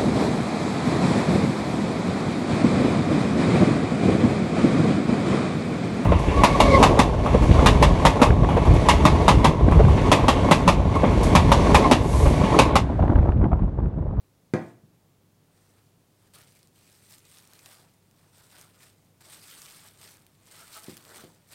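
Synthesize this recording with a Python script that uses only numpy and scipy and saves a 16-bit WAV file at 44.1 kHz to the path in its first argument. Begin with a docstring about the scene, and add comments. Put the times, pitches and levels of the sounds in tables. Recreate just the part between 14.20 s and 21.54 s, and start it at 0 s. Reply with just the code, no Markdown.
"""A small room with a wooden table: a glass bowl of dough lands on it with one hard thud.
The thud is a push on the wood, a glassy clatter and decaying table modes; a gritty scuff follows.
Cling film is lifted, draped and smoothed down: dense filtered impulses rustle and short bursts snap as
creases. Irregular pulses through narrow resonances give short pitched swells and a low scrape of the
bowl, which bumps softly. Shaped noise and a low sine lie underneath as hiss and hum."""
import sys
import numpy as np
from scipy import signal
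from scipy.fft import rfft, irfft, next_fast_len
from scipy.io import wavfile
from scipy.ndimage import uniform_filter1d, map_coordinates

SR = 44100
rng = np.random.default_rng(int(sys.argv[2]) if len(sys.argv) > 2 else 0)


def generate_wav(sig):
    """Save sig (samples, or channels by samples) to the path in sys.argv[1] as 16-bit PCM at SR."""
    pcm = np.round(np.clip(np.atleast_2d(sig).T, -1, 1) * 32767).astype(np.int16)
    wavfile.write(sys.argv[1], SR, pcm)


N = 323694  # samples, about 7.3 s

# Bowl meets table. Each row: start in seconds, level in dB, hardness as the corner of the blow in Hz.
BOWL_KNOCKS = [(0.3373, -15.5, 13000), (0.636, -44, 150), (6.683, -36.5, 357), (7.038, -44.5, 650)]
# Ringing modes of the table with the bowl on it. Each row: pitch in Hz, relative level in dB, t60 in seconds.
TABLE_MODES = [(105, -24.5, 0.36), (119.5, -13, 0.61), (166.5, 2, 0.24), (191.8, -8, 0.31), (228, -2, 0.28),
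               (259, -23, 0.4), (301.6, -6.5, 0.36), (341.88, -1.5, 0.31), (374.3, 2.5, 0.14),
               (507, -1, 0.21), (546, -13.5, 0.32), (606, -10, 0.2), (671, -11, .28), (750, -12, 0.23),
               (907, -20, 0.39), (978, -24.5, 0.4553), (1048, -17, 0.37), (1165, -31, 0.46),
               (1254, -23, .27), (1630, -11, 0.14), (1690, -26, 0.49), (1885, -29, 0.25),
               (2390, -19, 0.069), (2600, -36, .25)]
# Spectrum of the first push on the wood. Each row: frequency in Hz, relative level in dB.
PUSH_SPECTRUM = [(30, -45), (60, -29), (85, -2.5), (115, 1), (170, 6), (250, 1.5), (360, 0.5), (500, -8),
                 (800, -12.5), (1500, -32.5), (4000, -38), (16000, -84)]
# Spectrum of glass chattering on wood at contact. Each row: frequency in Hz, relative level in dB.
CLATTER_SPECTRUM = [(60, -40), (150, -25), (350, -4.5), (600, 4.5), (1100, -2), (1650, -5.5), (2050, -10.5),
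                    (2450, -7.5), (2900, -22), (6000, -22.5), (7200, -30), (8700, -28.5), (10500, -41),
                    (16000, -48)]
# Spectrum of floury grit under the bowl. Each row: frequency in Hz, relative level in dB.
GRIT_SPECTRUM = [(800, -18), (2000, 4), (3400, -2), (6000, -3), (7200, -2), (8700, -1), (10500, -13),
                 (16000, -17)]
# Pulls, drapes and presses of the film: four rows fetch it, two carry it over, four drape it and let go,
# five tug the far edge, five smooth it down, four stretch it round the rim, one is a last pat.
# Each row: time of full strength in seconds, time to swell by 10 dB in seconds, hold in seconds,
# crinkle level in dB, level of sliding hands over the crinkle in dB.
FILM_STROKES = [ (1.37, .13, .24, -72.5, -2), (2.02, .04, .05, -70.5, -3.5),
                (2.138, .003, .045, -55.6, -7.5), (2.29, .04, .12, -66, -11), (2.57, .025, .3, -63.3, -12),
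                (2.908, .028, .012, -53, -14), (3.125, .09, .065, -57.2, -10.5), (3.34, .1, .1, -59.7, -7),
                (3.46, .03, .075, -55.3, -7.5), (3.585, .02, .015, -67, 3), (4.01, .11, .065, -70.4, -1.5),
                (4.15, .02, .058, -62.2, -4.5), (4.4, .12, .015, -54.6, -6.5), (4.565, .03, .02, -67, -2),
                (4.612, .012, .02, -55.8, -8), (5.008, .003, .1, -57.5, -5.5),
                (5.13, .035, .025, -51.3, -8), (5.232, .022, .325, -52, -10), (5.62, .07, .057, -57.2, -8),
                (5.83, .05, .07, -53, -6), (6.345, .075, .055, -52.8, -6), (6.562, .08, .01, -48.3, -7.5),
                (6.635, .008, .085, -52.2, -6.5), (6.962, .13, .035, -51.3, -3.5),
                (7.326, .03, .02, -52.2, -8.5)]
# Spectrum of the crinkling film. Each row: frequency in Hz, relative level in dB.
CRINKLE_SPECTRUM = [(700, -30), (1200, -4), (1500, -5), (2300, -2), (3000, -3.5), (3900, -3), (5400, -2.5),
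                    (6700, -5.5), (7800, -1.5), (8700, 1.5), (10300, -6.5), (14300, -6), (15500, -14),
                    (16000, -10.5)]
# Spectrum of hands sliding on the film. Each row: frequency in Hz, relative level in dB.
SLIDE_SPECTRUM = [(150, -12), (300, -3), (600, -0.5), (900, 0), (1300, -0.5), (2000, -6), (3200, -25),
                  (7000, -25)]
# The sharpest creases snapping through. Each row: start in seconds, level in dB before SNAP_GAIN_DB,
# pitch in Hz.
SHARP_SNAPS = [(2.1367, -43, 6260), (2.3531, -46, 8320), (2.3945, -49, 4560), (2.4304, -41, 5770),
               (2.4733, -44, 7650), (2.9103, -39, 8320), (2.9238, -36, 8440), (2.9836, -39, 7950),
               (3.0527, -42, 8230), (3.1218, -43, 8490), (3.1857, -37, 5850), (3.275, -40, 8340),
               (3.3348, -35, 4110), (3.3917, -37, 5570), (3.46, -30.5, 5480), (3.912, -47, 5230),
               (4.3924, -42, 8390), (4.413, -32.5, 8030), (4.6079, -47, 8120), (5.01, -44, 4050),
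               (5.4187, -29.5, 8400), (5.428, -36, 7870), (5.459, -33, 5330), (5.5238, -39, 7480),
               (5.9703, -41, 8430), (6.0662, -39, 4500), (6.2716, -41.5, 5770), (6.552, -37, 8260),
               (6.571, -31, 8480), (6.6367, -36, 5520), (6.6428, -30, 8140), (6.7136, -43, 5250),
               (6.7695, -27.5, 4310), (6.777, -31.5, 4480), (6.8516, -36, 5080), (6.8803, -44, 5890),
               (6.9598, -32, 8380), (7.3214, -38, 4950)]
# Short pitched swells of irregular pulses; the last row is a low, longer scrape of the bowl.
# Each row: centre in seconds, half-length of the swell in seconds, level in dB, typical pulses a second,
# main resonance in Hz.
PITCHED_SWELLS = [(2.233, .028, -67.5, 180, 1410), (2.681, 0.041, -69, 113, 2470),
                  (4.2, .04, -67, 190, 1560), (4.354, 0.043, -63, 175, 1490), (4.445, .025, -66, 180, 1310),
                  (6.424, 0.044, -57, 200, 1350), (6.568, 0.024, -48, 224, 1294),
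                  (6.96, 0.18, -60.5, 130, 467)]
# Narrow resonances of the swells. Each row: multiple of the main resonance, width in Hz, relative level in dB.
SWELL_RESONANCES = [(.52, 35, -4), (.66, 30, -4), (1, 130, -1), (2.19, 150, -13)]
# Decay of the room. Each row: frequency in Hz, t60 in seconds.
ROOM_DECAY = [(150, 0.48), (350, 0.54), (700, 0.42), (1500, 0.42), (4000, 0.3), (9000, 0.15), (15000, 0.42)]
# Spectrum of the room noise. Each row: frequency in Hz, relative level in dB.
AIR_SPECTRUM = [(15, -26), (30, -15), (85, -7.5), (125, -1), (160, 0.5), (210, -6.5), (400, -10.5),
                (600, -14), (900, -18.5), (1600, -24.5), (6000, -28), (16000, -30)]

# the bowl shifts on the floury table as it lands
SKID_DB, SKID_HOLD_S, SKID_FADE_DB_PER_S = -67, 0.16, 200
# the film settles once let go, then its folds go on relaxing faintly
RELEASE_DB_PER_S, RELAX_DB, RELAX_DB_PER_S = 146, -6, 78
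HANG_DB = -77.5  # the quietest rustle, while the film is fetched or hangs loose
SNAP_GAIN_DB = 0.5
# lesser creases give way at random: more often and harder as the crinkle grows
BRISK_DB = -55  # crinkle level at which the rate and level below hold
CREASES_PER_S, CREASE_DB, CREASE_SCATTER_DB = 26, -43, 3.1
CREASE_GROWS = 0.4  # dB per dB of crinkle
CREASE_HZ, CREASE_SPREAD_OCT = 8000, 0.3
STILL_DB = -13.5  # this far under a brisk crinkle no lesser crease gives way
HUM_HZ, HUM_DB = 99.7, -67.5
TOP_HZ = 15900


def knocks(ring_db=-9, push_db=4, clatter_db=-33.5, clatter_life_s=0.003, wet_db=0, boom_db=-11):
    """Each blow pushes the wood, chatters and rings the table; soft blows lose their treble."""
    out = np.zeros(N)
    t = np.arange(SR * 3 // 4) / SR
    for start, db, hard_hz in BOWL_KNOCKS:
        ring = np.zeros(len(t))
        for k, (hz, level, t60) in enumerate(TABLE_MODES):
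            # neighbouring modes start in opposite directions
            ring += (-1) ** k * amp(level - 60 * t / t60) * np.sin(2 * np.pi * hz * t)
        chatter = rng.standard_normal(len(t)) * np.exp(-t / clatter_life_s)
        clatter = unit(signal.fftconvolve(chatter, pulse(CLATTER_SPECTRUM))[:len(t)])
        push = np.zeros(len(t))
        add(push, 0, pulse(PUSH_SPECTRUM))
        blow = amp(ring_db) * ring * (1 - np.exp(-t / 0.00081))
        blow += amp(clatter_db) * room(clatter, wet_db)
        blow += amp(push_db) * room(push, boom_db)
        # the contact is a damped spring: it passes little far above its corner
        blow = filtered(blow, lambda hz: 1 / (1 + 1j * hz / hard_hz - (hz / hard_hz) ** 2))
        add(out, start, amp(db) * blow)
    return out


def skid():
    """Irregular grit impulses make a short scuff under the bowl from the first thud on."""
    t = np.arange(N) / SR - BOWL_KNOCKS[0][0]
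    level_db = SKID_DB - SKID_FADE_DB_PER_S * np.maximum(t - SKID_HOLD_S, 0)
    grit = coloured(crackle(rate=5500, scatter_db=3), GRIT_SPECTRUM)
    return grit * amp(level_db) * (t > 0)


def handling():
    """Levels in dB of crinkling and of sliding: every stroke swells, holds, settles and relaxes."""
    t = np.arange(N) / SR
    crinkle_power = amp(HANG_DB) ** 2 * (t > FILM_STROKES[0][0]) + 1e-12
    slide_power = np.full(N, 1e-12)
    for start, swell, hold, db, slide_db in FILM_STROKES:
        since_release = np.maximum(t - start - hold, 0)
        settling = -RELEASE_DB_PER_S * since_release
        relaxing = RELAX_DB - RELAX_DB_PER_S * since_release
        level_db = db - 10 * np.maximum(start - t, 0) / swell
        level_db += np.maximum(settling, relaxing)
        power = amp(np.maximum(level_db, -160)) ** 2
        crinkle_power += power
        slide_power += power * amp(slide_db) ** 2
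    return 10 * np.log10(crinkle_power), 10 * np.log10(slide_power)


def film(crinkle_db, slide_db, tick_db=-3, tick_rate=35, count=12):
    """Moving film sheds a hail of tiny buckles over a fine rustle; hands slide on it more dully."""
    ticks = np.zeros(N)
    # creases of different sizes each tick with their own colour
    for hz in np.geomspace(2500, 13000, count):
        impulses = crackle(tick_rate, scatter_db=3.5)
        ticks += unit(signal.oaconvolve(impulses, snap(hz))[:N])
    rustle = shifting(coloured(crackle(rate=7000, scatter_db=2.0), CRINKLE_SPECTRUM), patchy_db=2.5)
    crinkle = unit(rustle + amp(tick_db) * coloured(ticks, CRINKLE_SPECTRUM))
    crinkle = crinkle * amp(crinkle_db + 1.57 * wobble(70))
    slide = shifting(coloured(crackle(rate=2500, scatter_db=4.0), SLIDE_SPECTRUM), patchy_db=2.5)
    return crinkle + slide * amp(slide_db + 0.66 * wobble(35))


def shifting(x, patchy_db):
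    """Folds open and close, so passing resonances colour the sound; rms 1."""
    z = signal.stft(x, nperseg=512)[2]
    # random gains, smoothed over frequency and then over time
    field = uniform_filter1d(rng.standard_normal(z.shape), size=7, axis=0)
    field = uniform_filter1d(field, size=7, axis=1)
    return unit(signal.istft(z * amp(patchy_db * unit(field)), nperseg=512)[1][:N])


def snaps(crinkle_db):
    """The loud single creases, and lesser ones whose rate and size follow the crinkle."""
    out = np.zeros(N)
    for start, db, hz in SHARP_SNAPS:
        add(out, start, amp(db + SNAP_GAIN_DB) * snap(hz))
    effort_db = crinkle_db - BRISK_DB
    chance = CREASES_PER_S / SR * amp(CREASE_GROWS * effort_db) * (effort_db > STILL_DB)
    starts = np.flatnonzero(rng.random(N) < chance)
    for i, (size, pitch) in zip(starts, rng.standard_normal((len(starts), 2))):
        db = CREASE_DB + CREASE_GROWS * effort_db[i] + CREASE_SCATTER_DB * size
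        hz = CREASE_HZ * 2 ** (CREASE_SPREAD_OCT * pitch)
        add(out, i / SR, amp(db) * snap(hz))
    return out


def snap(hz, size=512):
    """A buckling crease: a sharp flick, broad around hz, and a brief flutter; always the same energy."""
    t = np.arange(size) / SR
    flick_and_flutter = np.exp(-t / 0.0002) + 0.1 * np.exp(-t / 0.0018)
    burst = rng.standard_normal(size) * flick_and_flutter
    colour = pulse([(hz / 8, -22), (hz / 2, -5), (hz, 0), (hz * 2, -9)], size=256)
    click = np.convolve(burst, colour)
    return 2 * click / np.linalg.norm(click)


def pitched_swells(unevenness=0.35):
    """Pulses at an uneven rate ring narrow resonances: short pitched swells, then a low scrape."""
    out = np.zeros(N)
    ring_t = np.arange(SR // 10) / SR
    t = np.arange(-SR // 4, SR // 4) / SR
    for centre, length, db, rate, main_hz in PITCHED_SWELLS:
        turns = np.cumsum(rate * np.exp(unevenness * wobble(150)[:len(t)])) / SR
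        # one impulse at each whole turn, under a bell-shaped swell
        pulses = unit(np.diff(np.floor(turns), prepend=0)) * np.exp(-2 * (t / length) ** 2)
        ring = np.zeros(len(ring_t))
        for ratio, width, level in SWELL_RESONANCES:
            decay = width * np.exp(-np.pi * width * ring_t)
            ring += amp(level) * decay * np.cos(2 * np.pi * ratio * main_hz * ring_t)
        swell = signal.fftconvolve(pulses, ring / np.linalg.norm(ring))
        add(out, centre + t[0], amp(db) * swell)
    return out


def room(x, wet_db, build_s=0.0018):
    """x plus the walls' answer, each frequency dying at its own speed."""
    hz, t, z = signal.stft(rng.standard_normal(SR * 3 // 4), SR, nperseg=256)
    decay = amp(-60 * t / along(ROOM_DECAY, hz)[:, None])
    tail = signal.istft(z * decay * (1 - np.exp(-t / build_s)), SR, nperseg=256)[1]
    return x + amp(wet_db) * signal.fftconvolve(x, tail / np.linalg.norm(tail))[:len(x)]


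def background():
    """Steady room noise from coloured hiss, and a thin mains hum from one sine."""
    hum = np.sin(2 * np.pi * HUM_HZ * np.arange(N) / SR)
    air = coloured(rng.standard_normal(N), AIR_SPECTRUM)
    return amp(-64.0) * air + amp(HUM_DB) * hum


def crackle(rate, scatter_db):
    """Random tiny impulses of very unequal size, about rate a second."""
    hits = rng.random(N) < rate / SR
    signs = rng.choice([-1, 1], N)
    return hits * signs * amp(scatter_db * np.clip(rng.standard_normal(N), -2, 2))


def wobble(rate):
    """A smooth random curve, rate knots a second."""
    knots = rng.standard_normal(int(N * rate / SR) + 4)
    return map_coordinates(knots, [np.arange(N) * rate / SR])


def pulse(spectrum, size=4096):
    """The most compact causal (minimum-phase) pulse with this spectrum, peak 1."""
    cepstrum = irfft(np.log(amp(along(spectrum, np.fft.rfftfreq(size, 1 / SR)))))
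    # folding the cepstrum forward in time packs the energy at the start
    cepstrum[1:size // 2] *= 2
    cepstrum[size // 2 + 1:] = 0
    p = irfft(np.exp(rfft(cepstrum)))
    return p / np.abs(p).max()


def coloured(x, spectrum):
    """x filtered by the given spectrum, at rms 1."""
    return unit(filtered(x, lambda hz: amp(along(spectrum, hz))))


def filtered(x, response):
    """x times a complex response of frequency."""
    m = next_fast_len(len(x) + SR // 2)
    return irfft(rfft(x, m) * response(np.fft.rfftfreq(m, 1 / SR)), m)[:len(x)]


def along(points, hz):
    """(Hz, value) points read on a log axis."""
    f, v = np.transpose(points)
    return np.interp(np.log(hz + 1), np.log(f + 1), v)


def amp(db):
    """Decibels to gain."""
    return 10 ** (np.asarray(db) / 20)


def unit(x):
    """Scale to rms 1."""
    return x / np.sqrt(np.mean(x ** 2) + 1e-20)


def add(track, start, x):
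    """Mix x into the track from start in seconds."""
    part = track[max(round(start * SR), 0):][:len(x)]
    part += x[:len(part)]


def scene():
    """Bowl and film close by, in the room."""
    crinkle_db, slide_db = handling()
    wrapping = film(crinkle_db, slide_db) + pitched_swells() + snaps(crinkle_db)
    return (knocks() + skid() + room(wrapping, wet_db=-11) + background())[None]


def record(dry):
    """A steep treble cut: nothing passes from the band limit up."""
    return filtered(dry[0], lambda hz: hz < TOP_HZ)[None]


dry = scene()
out = record(dry)
generate_wav(out)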